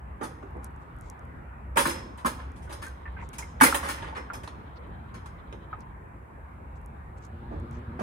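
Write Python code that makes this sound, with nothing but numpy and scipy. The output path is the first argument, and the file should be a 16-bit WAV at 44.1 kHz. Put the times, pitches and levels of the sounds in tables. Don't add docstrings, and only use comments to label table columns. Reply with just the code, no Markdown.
import sys
import numpy as np
from scipy import signal
from scipy.fft import irfft
from scipy.io import wavfile
from scipy.ndimage import uniform_filter1d

SR = 44100
rng = np.random.default_rng(int(sys.argv[2]) if len(sys.argv) > 2 else 0)


def pcm_store(signal):
    levels = np.round(np.clip(np.atleast_2d(signal), -1, 1) * 32767)
    wavfile.write(sys.argv[1], SR, levels.astype(np.int16).T)


N = 353682

# pitch in Hz, relative strength in dB per Hz.
AIR_COLOUR = [(15, -51.5), (30, -28.5), (43, -5.5), (60, 0.5), (100, -5.5), (165, -12.5), (300, -21.5),
              (600, -23.5), (950, -19), (1700, -28), (2400, -37), (3200, -51.5), (4200, -59), (7000, -74)]
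AIR_DB = -43
# pitch in Hz, likeness from -1 to 1.
AIR_LIKENESS = [(60, 0.96), (110, 0.96), (200, 0.827), (380, 0.54), (700, -0.35), (1290, -0.38),
                (2380, 0.2), (4400, -0.17), (8120, -0.51), (15000, 1)]
# time in seconds, then the swell in dB of the rumble, the drone and
AIR_SWELLS = [(0, -3, 2, 0.5), (1.1, -3.5, 3.5, 5), (1.6, -5.5, 3, -0.5), (3.3, -1.5, 1, 9),
              (4.4, -3.5, 4, 5.5), (5.901, -3, 1.5, -1.5), (7.2, -5, -1.5, 3.5), (7.55, 6, -1, 12),
              (8.02, -10, 3.5, 8.5)]
# pitch in Hz, share as a factor.
RUMBLE_REACH = [(100, 0.71), (200, 0.043)]
DRONE_REACH = [(90, 0.026), (190, 0.38), (280, 0.872), (420, 0.33), (800, 0.36), (2500, 0.464)]
HISS_REACH = [(2500, 0.13), (3400, 1.04), (4300, 1.12), (7000, 0.22), (11000, 0.11)]
# time in seconds, level in dB.
BASS_LEVEL = [(0, -48), (1.3, -48.5), (1.8, -42.5), (3.7, -45.5), (4.3, -48), (4.7, -49), (6.2, -54),
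              (6.801, -45), (8.02, -54)]

# start in seconds, strength in dB, brightness in dB per octave,
# basic rattle time in seconds, pitch of the struck spot in Hz, its boost in dB, level of the high singing in dB.
METAL_BLOWS = [(.209, -48, -3.5, 0.0098, 1250, 4.5, -77), (.229, -54.5, 7, 0.0084, 1400, 10, -62),
               (.426, -62.5, -5, 0.0031, 1050, 4, -92), (.55, -77, -9.5, 0.0086, 396, 2, -92),
               (1.757, -39.5, -2.5, 0.0098, 1110, 1.5, -71), (1.7695, -27, 1.5, 0.004, 990, 4.5, -57),
               (1.786, -35.5, 4, 0.013, 1400, 7, -47), (1.852, -32.5, -0.1, 0.0065, 1560, 1, -47),
               (1.871, -43.5, 5, 0.0047, 1590, 3, -53), (1.892, -40, 2.5, 0.0075, 1400, -4, -45.5),
               (2.176, -56, 2, 0.0084, 1500, 4, -74), (2.246, -39, -2.5, 0.0071, 1070, 5.5, -68),
               (2.256, -36, 2.5, 0.0062, 1150, 2, -52), (2.558, -71, 9, .0125, 2000, -2, -81),
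               (2.62, -70.5, 9, 0.011, 2000, 10, -80), (2.692, -50, -0.5, 0.019, 1500, -7, -72),
               (2.724, -50.5, 4, 0.0041, 1000, -1, -54), (2.818, -47, 2, 0.011, 1724, 4, -71),
               (3.329, -55, 4, 0.0074, 2210, 5, -63.5), (3.383, -45.5, 3.5, 0.0039, 6560, 8.5, -56.5),
               (3.601, -47.5, 1, 0.0045, 1986, 18, -60), (3.609, -23.5, 1, 0.0055, 1700, 6.5, -44.5),
               (3.63, -27.5, 5.5, 0.0051, 2130, 4.5, -34.5), (3.635, -28.5, 0, 0.0039, 1450, 8, -56),
               (3.661, -34, 0.5, 0.0049, 2130, 5, -43), (3.744, -30, 1.6, 0.003, 1400, -9, -49),
               (3.829, -41.5, 0, 0.02, 2030, 4.5, -60), (3.884, -38, 2, 0.0085, 1910, 2, -45),
               (4.164, -49.5, -1.5, 0.008, 1700, 9.5, -62), (4.332, -47.5, 1.5, 0.0075, 1500, 1, -61),
               (4.434, -51.5, 0.5, .003, 1800, 0, -73), (4.476, -51.5, -0.4, 0.0021, 3880, 8.5, -80),
               (5.14, -53.5, 0, 0.0073, 1280, 4, -67), (5.259, -58, 2.5, 0.003, 1310, 12, -74),
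               (5.526, -56, -3, 0.00217, 3400, 11.5, -81), (7.511, -65.5, -6.5, 0.015, 301, 7, -90),
               (7.99, -47, -4.5, 0.0098, 1110, 2.5, -72)]
REGISTER_BANDS = [(120, 700), (700, 1400), (1400, 2700), (2700, 7000), (7000, 17000)]
# dB in a full blow, growth in dB per dB of strength,
# extra rattle length in a full blow as a multiple (below zero shortens it).
REGISTER_SETTINGS = [(1, 0.91, 2.5), (7, 1.05, -0.5), (3, 1.03, 0), (-7.5, 0.88, 3), (-4.5, 1.092, 1)]
# pitch in Hz, relative strength in dB per Hz.
METAL_COLOUR = [(140, -9.5), (200, -9.5), (270, 1.5), (340, -0.5), (430, -4), (540, 2), (650, -11),
                (790, -2), (920, 3.5), (1000, -1), (1070, 0.5), (1170, -0.5), (1350, -1), (1510, -1),
                (1660, -3), (1920, -5), (2100, -6), (2450, -9.5), (2900, -13), (4250, -19), (4680, -23),
                (5150, -17.5), (5550, -20.5), (6400, -15.5), (7400, -19), (8200, -12.5), (9800, -9.5),
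                (12500, -21.5), (14200, -17), (15700, -19)]
# pitch in Hz, dB added to the metal's colour and a shared level.
RINGING_MODES = [(802, 2), (926, 1), (1055, 2), (1324, 1), (1475, 2), (1660, 2), (2083, 4), (2243, 1),
                 (2660, 3), (3050, 3), (3340, 5), (3396, 6), (3994, 5), (4301, 2), (4470, 6), (4905, 4),
                 (5011, 5), (5124, 6), (5184, 7), (5932, 5), (6630, 6), (8128, 6), (8198, 5), (8624, 6),
                 (10109, 9), (10282, 5), (10804, 5), (10965, 5), (11924, 6), (12177, 5), (13899, 8),
                 (14160, 2)]
# pitch in Hz, time in seconds to fall 60 dB.
RINGING_TIMES = [(850, .16), (2000, .22), (4100, .28), (5150, .42), (6500, .34), (10000, .28), (14000, .28)]
# pitch in Hz, time in seconds to fall 60 dB.
YARD_TAIL = [(200, 1), (1000, 0.6), (2500, 0.68), (5000, 0.68), (9000, 0.38), (15000, .3)]
# pitch in Hz, likeness from -1 to 1.
METAL_LIKENESS = [(200, 1), (500, 0.92), (1000, 0.42), (4000, 0.24), (8000, 0.27), (12000, 1)]
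# pitch in Hz, phase in radians by which left leads (negative: lags).
METAL_LEAD = [(100, -.05), (300, -.5), (700, -2), (950, -1.5), (1350, -2.5), (1800, -4.1), (2200, -5.3),
              (3000, -9), (4200, -12.5), (16000, -12.6)]
# pitch in Hz, left level minus right level in dB.
METAL_BALANCE = [(250, -.5), (540, -6.5), (900, -6), (1300, -2.5), (2400, .5), (4400, 3.5), (8000, .5)]
# pitch in Hz, unevenness in dB.
SPOT_RIPPLE = [(500, 1), (2000, 2), (4000, 3.5), (14000, 4)]
# middle in Hz, width in Hz, relative level in dB
# before a random change, time in seconds to fall 60 dB.
SINGING_CLUSTERS = [(3330, 50, -5, .36), (4010, 55, -6, 0.3), (4440, 50, -13, .38), (5146, 150, 1, 0.37),
                    (5930, 63, -7, .33), (6630, 90, -8, 0.28), (8200, 340, -7.5, .4)]
PIVOT_HZ, FULL_DB = 2160, -17.5
FULL_TOP_HZ, TOP_HZ_PER_DB = 18300, 195.5
# start in seconds, pitch in Hz, level in dB at the right port,
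# rise in seconds, time in seconds to fall 60 dB.
BOOMING_MODES = [(.212, 340, -29, .002, .05), (.22, 870, -33.5, .008, .18),
                 (.431, 391, -40.5, 0.0083, 0.17), (.548, 340, -45, .008, .12),
                 (1.772, 5140, -41.5, 0.011, 0.37), (1.892, 5160, -45, .006, 0.48),
                 (3.632, 5120, -35, .006, 0.26), (4.168, 5200, -57, 0.0044, 0.23),
                 (4.333, 5180, -50.5, 0.0032, 0.17), (4.475, 3920, -50, 0.0009, 0.046),
                 (1.771, 790, -23, 0.0038, 0.098), (1.772, 562, -26, 0.0067, 0.27),
                 (1.774, 1620, -23, .003, .08), (1.855, 1336, -26, .003, .1),
                 (1.856, 4000, -45, .004, 0.27), (1.78, 3390, -31.5, .006, 0.24),
                 (2.246, 1044, -21.5, .003, .09), (2.254, 1360, -27, 0.0033, .08),
                 (2.256, 1550, -25, .003, .13), (3.614, 259.7, -14, .023, 0.07),
                 (3.61, 873, -9.5, 0.0057, .06), (3.618, 1520, -17, .004, 0.099),
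                 (3.612, 2246, -21, 0.0033, 0.15), (3.661, 2092, -21.5, .003, 0.084),
                 (3.745, 2680, -34, .003, 0.065)]

# time in seconds, level in dB before filtering, starting pitch in Hz.
TONGUE_TICKS = [(0.508, -54, 12000), (0.569, -53, 10000), (0.6444, -23, 10300), (0.9652, -49, 11700),
                (1.0107, -36, 9460), (1.0207, -49, 6300), (1.0998, -25.5, 5730), (1.1931, -46, 5990),
                (1.2526, -51, 10500), (2.5187, -46, 6520), (2.176, -42, 9500), (2.8672, -30, 6560),
                (2.8826, -35, 8380), (3.29, -32.5, 6900), (5.8067, -39.5, 5000), (6.8605, -36, 10560),
                (7.2516, -39.5, 6870), (7.6, -47.5, 8100), (7.7111, -42.5, 6980), (7.7297, -49, 6760)]
STRAY_DB, STRAY_HZ, STRAY_SPREAD_S = -53, 9380, .13
# start in seconds, length in seconds, level in dB, pitch in Hz.
LICK_STROKES = [(0.616, 0.069, -65.5, 8500), (0.796, 0.053, -79, 7500), (0.979, 0.18, -72.5, 7000),
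                (3.151, 0.11, -51.5, 2060), (3.183, 0.11, -71, 7000), (4.752, 0.04, -64, 4360),
                (5.785, 0.054, -71.5, 5200), (6.745, .045, -75.5, 7000), (7.166, 0.032, -69.5, 7450),
                (7.196, 0.096, -67.5, 6470), (7.687, 0.13, -72.5, 6070)]

# start in seconds, level in dB, pitch of the struck spot in Hz.
ROCKING_KNOCKS = [(1.939, -45, 800), (1.988, -51, 900), (2.389, -46, 1030), (3.94, -40.5, 2050),
                  (3.97, -42.5, 1810), (4.02, -39.5, 1350), (4.07, -42, 1690), (4.147, -40.5, 1500)]
ROCK_BOOST_DB, ROCK_RATTLE_S, ROCK_TOP_HZ = -1, 0.013, 3380
# start in seconds,
# level in dB before mixing and filtering, middle of the pitch glide in Hz, rise in seconds,
# time in seconds for the ring to fall 60 dB.
HOLLOW_BLIPS = [(2.384, -41.5, 1044, .01, 0.077), (2.673, -46, 1496, .004, 0.075),
                (2.839, -45, 1470, .001, 0.046), (2.864, -39, 1593, .003, 0.11),
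                (3.054, -38.5, 1807, .002, 0.12), (3.076, -38.5, 1790, 0.0011, .04),
                (3.166, -41, 1570, 0.0018, 0.072), (3.189, -41, 956, .001, .04),
                (3.2, -55, 2050, .002, 0.065), (3.223, -36, 933, .007, 0.053),
                (3.406, -41, 996, .003, 0.056), (3.424, -37.5, 2140, .002, .09),
                (3.7255, -19, 1320, .0005, 0.031), (3.829, -31, 1100, .001, 0.055),
                (3.832, -41, 1600, .001, 0.044), (3.885, -33, 1340, .003, .06),
                (3.974, -42, 1810, .002, 0.064), (4.022, -38.5, 930, .005, .07),
                (4.042, -43, 1450, .001, 0.047), (4.073, -42, 903, 0.0034, .06),
                (4.124, -38, 910, .004, 0.12), (4.151, -47, 1910, .002, .05),
                (4.3005, -28.5, 1400, .0007, 0.06), (4.475, -37, 950, .001, 0.032),
                (5.729, -26.5, 1268, .0003, 0.063)]
BLIP_TONE = .85
SLIDE_START_S, SLIDE_END_S, SLIDE_FADE_S, SLIDE_DB = 2.8, 6.01, 0.33, -72
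MOTOR_START_S, MOTOR_RISE_S, MOTOR_HZ, MOTOR_HZ_PER_S = 7.22, 0.22, 114.4, 7.35
MOTOR_DB = -46.5
# multiple of the firing rate, relative level in dB.
MOTOR_MIX = [(1, -9), (2, 0), (3, -6.5), (4, -13.5), (5, -17.5)]

# pitch in Hz, relative strength in dB per Hz.
HISS_COLOUR = [(3000, -13), (6500, -1.5), (7800, 5), (9000, 1), (11500, 0), (15000, -10)]
HISS_DB, EDGE_HZ = -79, 15850


def amp(db):
    return 10 ** (np.asarray(db) / 20)


def evened(x):
    return x / np.sqrt(np.mean(x ** 2) + 1e-30)


def read(points, hz):
    f, value = np.transpose(points)
    return np.interp(np.log(hz + 1), np.log(f + 1), value)


def add(mix, s, sound):
    part = mix[..., max(round(s * SR), 0):][..., :sound.shape[-1]]
    part += sound[..., :part.shape[-1]]


def band(x, lo, hi, order=4):
    sos = signal.butter(order, [lo, min(hi, SR / 2 - 1)], "band", fs=SR, output="sos")
    return signal.sosfilt(sos, x)


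def low_order_noise(size, lo, hi):
    return evened(band(rng.standard_normal(size), lo, hi, order=2))


def lumps(depth_db=3, low_hz=4, top_hz=14):
    return evened(amp(depth_db * np.clip(low_order_noise(N, low_hz, top_hz), -2, 2)))


def boost(x, hz, db, q=3.8):
    return x + (amp(db) - 1) * signal.lfilter(*signal.iirpeak(hz, q, fs=SR), x)


def port_spectra(hz, likeness):
    a, b = np.exp(2j * np.pi * rng.random((2, len(hz))))
    same = np.clip(read(likeness, hz), -1, 1)
    return np.array([same * a + np.sqrt(1 - same ** 2) * b, a])


def port_noise(colour):
    hz = np.fft.rfftfreq(N, 1 / SR)
    return evened(irfft(port_spectra(hz, AIR_LIKENESS) * amp(read(colour, hz)), N))


def night_air(patchy_db=2.0):
    wash = amp(AIR_DB) * port_noise(AIR_COLOUR)
    f, t, z = signal.stft(wash, SR, nperseg=2048, noverlap=1536)
    s, *swells = np.transpose(AIR_SWELLS)
    field_db = np.zeros((len(f), len(t)))
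    for reach, swell in zip([RUMBLE_REACH, DRONE_REACH, HISS_REACH], swells):
        field_db += np.outer(read(reach, f), np.interp(t, s, swell))
    patches = uniform_filter1d(rng.standard_normal(field_db.shape), size=14, axis=0)
    field_db += patchy_db * evened(uniform_filter1d(patches, size=8, axis=1))
    return signal.istft(z * amp(field_db), SR, nperseg=2048, noverlap=1536)[1][:, :N]


def bass_noise(hz=66, width_hz=14):
    level_db = np.interp(np.arange(N) / SR, *np.transpose(BASS_LEVEL))
    return amp(level_db) * low_order_noise(N, hz - width_hz / 2, hz + width_hz / 2)


def from_the_side(hz):
    return np.exp(1j * read(METAL_LEAD, hz)) * amp(read(METAL_BALANCE, hz))


def metal_response(early_t60=0.14, late_db=-13, direct_db=6, direct_t60=0.0082, rings_db=-21.5, size=32768):
    t, hz = np.arange(size) / SR, np.fft.rfftfreq(size, 1 / SR)
    z = port_spectra(hz, METAL_LIKENESS) * amp(read(METAL_COLOUR, hz))
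    favour = evened(uniform_filter1d(rng.standard_normal(len(hz)), size=70))
    z *= amp(read(SPOT_RIPPLE, hz) * np.clip(favour, -2, 2))
    z[0] *= from_the_side(hz)
    f, when, frames = signal.stft(evened(irfft(z)), SR, nperseg=256)
    clang = amp(-60 * when / early_t60)
    tail = amp(late_db - 60 * when / read(YARD_TAIL, f)[:, None])
    out = signal.istft(frames * np.hypot(clang, tail), SR, nperseg=256)[1][:, :size]
    out = out * (1 + amp(direct_db - 60 * t / direct_t60))
    for mode_hz, db in RINGING_MODES:
        turn = np.exp(2j * np.pi * mode_hz * t)
        phase = np.angle((out / turn).sum(1, keepdims=True))
        mode_db = db + rings_db + read(METAL_COLOUR, mode_hz)
        swing = amp(mode_db - 60 * t / read(RINGING_TIMES, mode_hz))
        out += swing * (turn * np.exp(1j * phase)).real
    return out


def singing(spread_db=3, size=32768):
    t, out = np.arange(size) / SR, 0
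    for hz, width, db, t60 in SINGING_CLUSTERS:
        fade = amp(db + spread_db * rng.uniform(-1.1, 1) - 60 * t / t60)
        cluster = low_order_noise((2, 2 * size), hz - width / 2, hz + width / 2)
        out = out + fade * cluster[:, size:]
    return out * (1 - np.exp(-t / .001))


def rattle(time_s, contacts_per_s=2600, first=0.89, tail_shape=0.8, size=6144):
    time_s = max(time_s, 1e-3)
    u = np.arange(size) / SR / time_s
    contacts = rng.standard_normal(size) * (rng.random(size) < contacts_per_s / SR)
    contacts *= np.sqrt(u) * np.exp(1 - u ** tail_shape)
    contacts[0] = first * min(0.0056 / time_s, 3) ** 2
    return contacts


def strike(voice, contacts):
    sound = signal.fftconvolve(voice, contacts[None], axes=1)
    power = uniform_filter1d((sound ** 2).mean(0), size=660, mode="constant")
    return sound / np.sqrt(power.max())


def clatter(places, looseness=0.64):
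    out = np.zeros((2, N))
    voices = [[band(place, lo, hi, order=3) for lo, hi in REGISTER_BANDS] for place in places]
    clusters = [singing() for _ in places]
    octaves = np.log2(np.sqrt(np.prod(REGISTER_BANDS, axis=1)) / PIVOT_HZ)
    for k, (s, db, brightness, rattle_s, spot_hz, spot_db, sing_db) in enumerate(METAL_BLOWS):
        spot = k % len(places)
        force_db, sound = db - FULL_DB, 0
        shake = amp(force_db) ** looseness
        for voice, octave, (register_db, growth, linger) in zip(voices[spot], octaves, REGISTER_SETTINGS):
            contacts = rattle(rattle_s * (1 + linger * shake))
            voice_db = FULL_DB + register_db + growth * force_db + brightness * octave
            sound = sound + amp(voice_db) * strike(voice, contacts)
        sound = boost(sound, spot_hz, spot_db)
        sound = sound + amp(sing_db) * strike(clusters[spot], rattle(rattle_s))
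        top_hz = np.clip(FULL_TOP_HZ + TOP_HZ_PER_DB * force_db, PIVOT_HZ, SR / 2 - 1)
        add(out, s, signal.sosfilt(signal.butter(2, top_hz, fs=SR, output="sos"), sound))
    return out


def boom(size=16000):
    out, t = np.zeros((2, N)), np.arange(size) / SR
    for s, hz, db, rise, t60 in BOOMING_MODES:
        swing = (1 - np.exp(-(t / rise) ** 2)) * amp(-60 * t / t60)
        turning = np.exp(2j * np.pi * (hz * t + rng.random()))
        tone = np.outer([from_the_side(hz), 1], turning).real
        add(out, s, amp(db) * swing / swing.max() * tone)
    return out


def stray_ticks(spread_db=3, spread_octaves=0.16):
    rows = []
    for s, length, _, _ in LICK_STROKES:
        when, loud, high = rng.standard_normal(3)
        middle = s + length / 2
        pitch_hz = STRAY_HZ * 2 ** (spread_octaves * high)
        rows.append((middle + STRAY_SPREAD_S * when, STRAY_DB + spread_db * loud, pitch_hz))
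    return rows


def threads(per_s=500, db=-20, t60=0.044, size=1000):
    snaps = rng.standard_normal(size) * (rng.random(size) < per_s / SR)
    snaps *= amp(db - 60 * np.arange(size) / SR / t60)
    snaps[0] = 1
    return snaps


def ticks(t60=0.00036, sag=0.32, sag_time=0.001, low_hz=5400, top_hz=12500, size=400):
    out, t = np.zeros(N), np.arange(size) / SR
    for s, db, hz in list(TONGUE_TICKS) + stray_ticks():
        pitch = np.minimum(hz, 14000) * (1 - sag * (1 - np.exp(-t / sag_time)))
        tone = np.sin(2 * np.pi * np.cumsum(pitch) / SR)
        snap = tone * amp(-60 * t / t60) * (1 - np.exp(-t / .0001))
        add(out, s + 0.00045, amp(db) * np.convolve(snap / abs(snap).max(), threads()))
    return band(out, low_hz, top_hz, order=5)


def licks(grains_per_s=1800, spread_db=1.0, pocket_db=5):
    out = np.zeros((2, N))
    for s, length, db, hz in LICK_STROKES:
        n = round(length * SR)
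        loudness = amp(spread_db * np.minimum(rng.exponential(1, (3, n)), 4))
        grains = rng.standard_normal((3, n)) * loudness * (rng.random((3, n)) < grains_per_s / SR)
        both = grains[:2] * 3.0 + grains[2]
        stroke = band(both * signal.windows.hann(n), hz * 0.29, hz * 1.24, order=5)
        add(out, s, amp(db) * evened(boost(stroke, hz, pocket_db)))
    return out


def rocking(places, low_hz=250):
    out = np.zeros((2, N))
    voices = [band(place, low_hz, ROCK_TOP_HZ, order=2) for place in places]
    for k, (s, db, hz) in enumerate(ROCKING_KNOCKS):
        voice = boost(voices[k % len(voices)], hz, ROCK_BOOST_DB)
        add(out, s, amp(db) * strike(voice, rattle(ROCK_RATTLE_S)))
    return out


def hollow_blips(scatter=0.45, echo_db=-25, echo_t60=0.54, top_hz=2600, glide=0.043, glide_s=.008, size=12000):
    out, t = np.zeros((2, N)), np.arange(size) / SR
    for s, db, hz, rise, t60 in HOLLOW_BLIPS:
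        onset = 1 - np.exp(-t / rise)
        ring = amp(-60 * t / t60) * onset
        ring = ring / ring.max()
        turns = np.cumsum(hz * (1 + glide * (np.exp(-t / glide_s) - .5))) / SR
        tone = BLIP_TONE * ring * np.sin(2 * np.pi * turns)
        spray = low_order_noise((2, size), hz * 0.58, hz * 1.14)
        echo = onset * amp(echo_db - 60 * t / echo_t60)
        add(out, s, amp(db) * (tone + spray * (scatter * ring + echo)))
    return band(out, 400, top_hz) * amp([[-1.5], [0.5]])


def slide(response, low_hz=3000, top_hz=4100, size=900):
    t, friction = np.arange(N) / SR, rng.standard_normal((1, N))
    stirred = signal.fftconvolve(response[:, :size], friction, axes=1)[:, :N]
    sing = evened(band(stirred, low_hz, top_hz, order=2))
    fade = np.clip(np.minimum(t - SLIDE_START_S, SLIDE_END_S - t) / SLIDE_FADE_S, 0, 1)
    return amp(SLIDE_DB) * sing * lumps(depth_db=4) * fade


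def motor(waver=0.061, waver_hz=30, rumble_db=4, rumble_low_hz=55, rumble_top_hz=115):
    age = np.maximum(np.arange(N) / SR - MOTOR_START_S, 0)
    unsteady = low_order_noise(N, 1.0, waver_hz)
    turns = np.cumsum((MOTOR_HZ + MOTOR_HZ_PER_S * age) * (1 + waver * unsteady)) / SR
    hum = np.zeros(N)
    for k, partial_db in MOTOR_MIX:
        hum += amp(partial_db) * np.sin(2 * np.pi * (k * turns + rng.random()))
    rumble = low_order_noise(N, rumble_low_hz, rumble_top_hz)
    both = evened(hum) + amp(rumble_db) * rumble
    return amp(MOTOR_DB) * both * lumps() * np.minimum(age / MOTOR_RISE_S, 1)


def scene():
    places = [metal_response() for _ in range(5)]
    background = night_air() + bass_noise() + motor()
    metal = clatter(places) + boom() + rocking(places) + slide(places[0])
    tongue = ticks() + licks()
    return background + metal + tongue + hollow_blips()


def record(dry):
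    hiss = amp(HISS_DB) * port_noise(HISS_COLOUR)
    lowpass = signal.firwin(511, EDGE_HZ, window=("kaiser", 9), fs=SR)
    return signal.oaconvolve(dry + hiss, lowpass[None], "same")


dry = scene()
out = record(dry)
pcm_store(out)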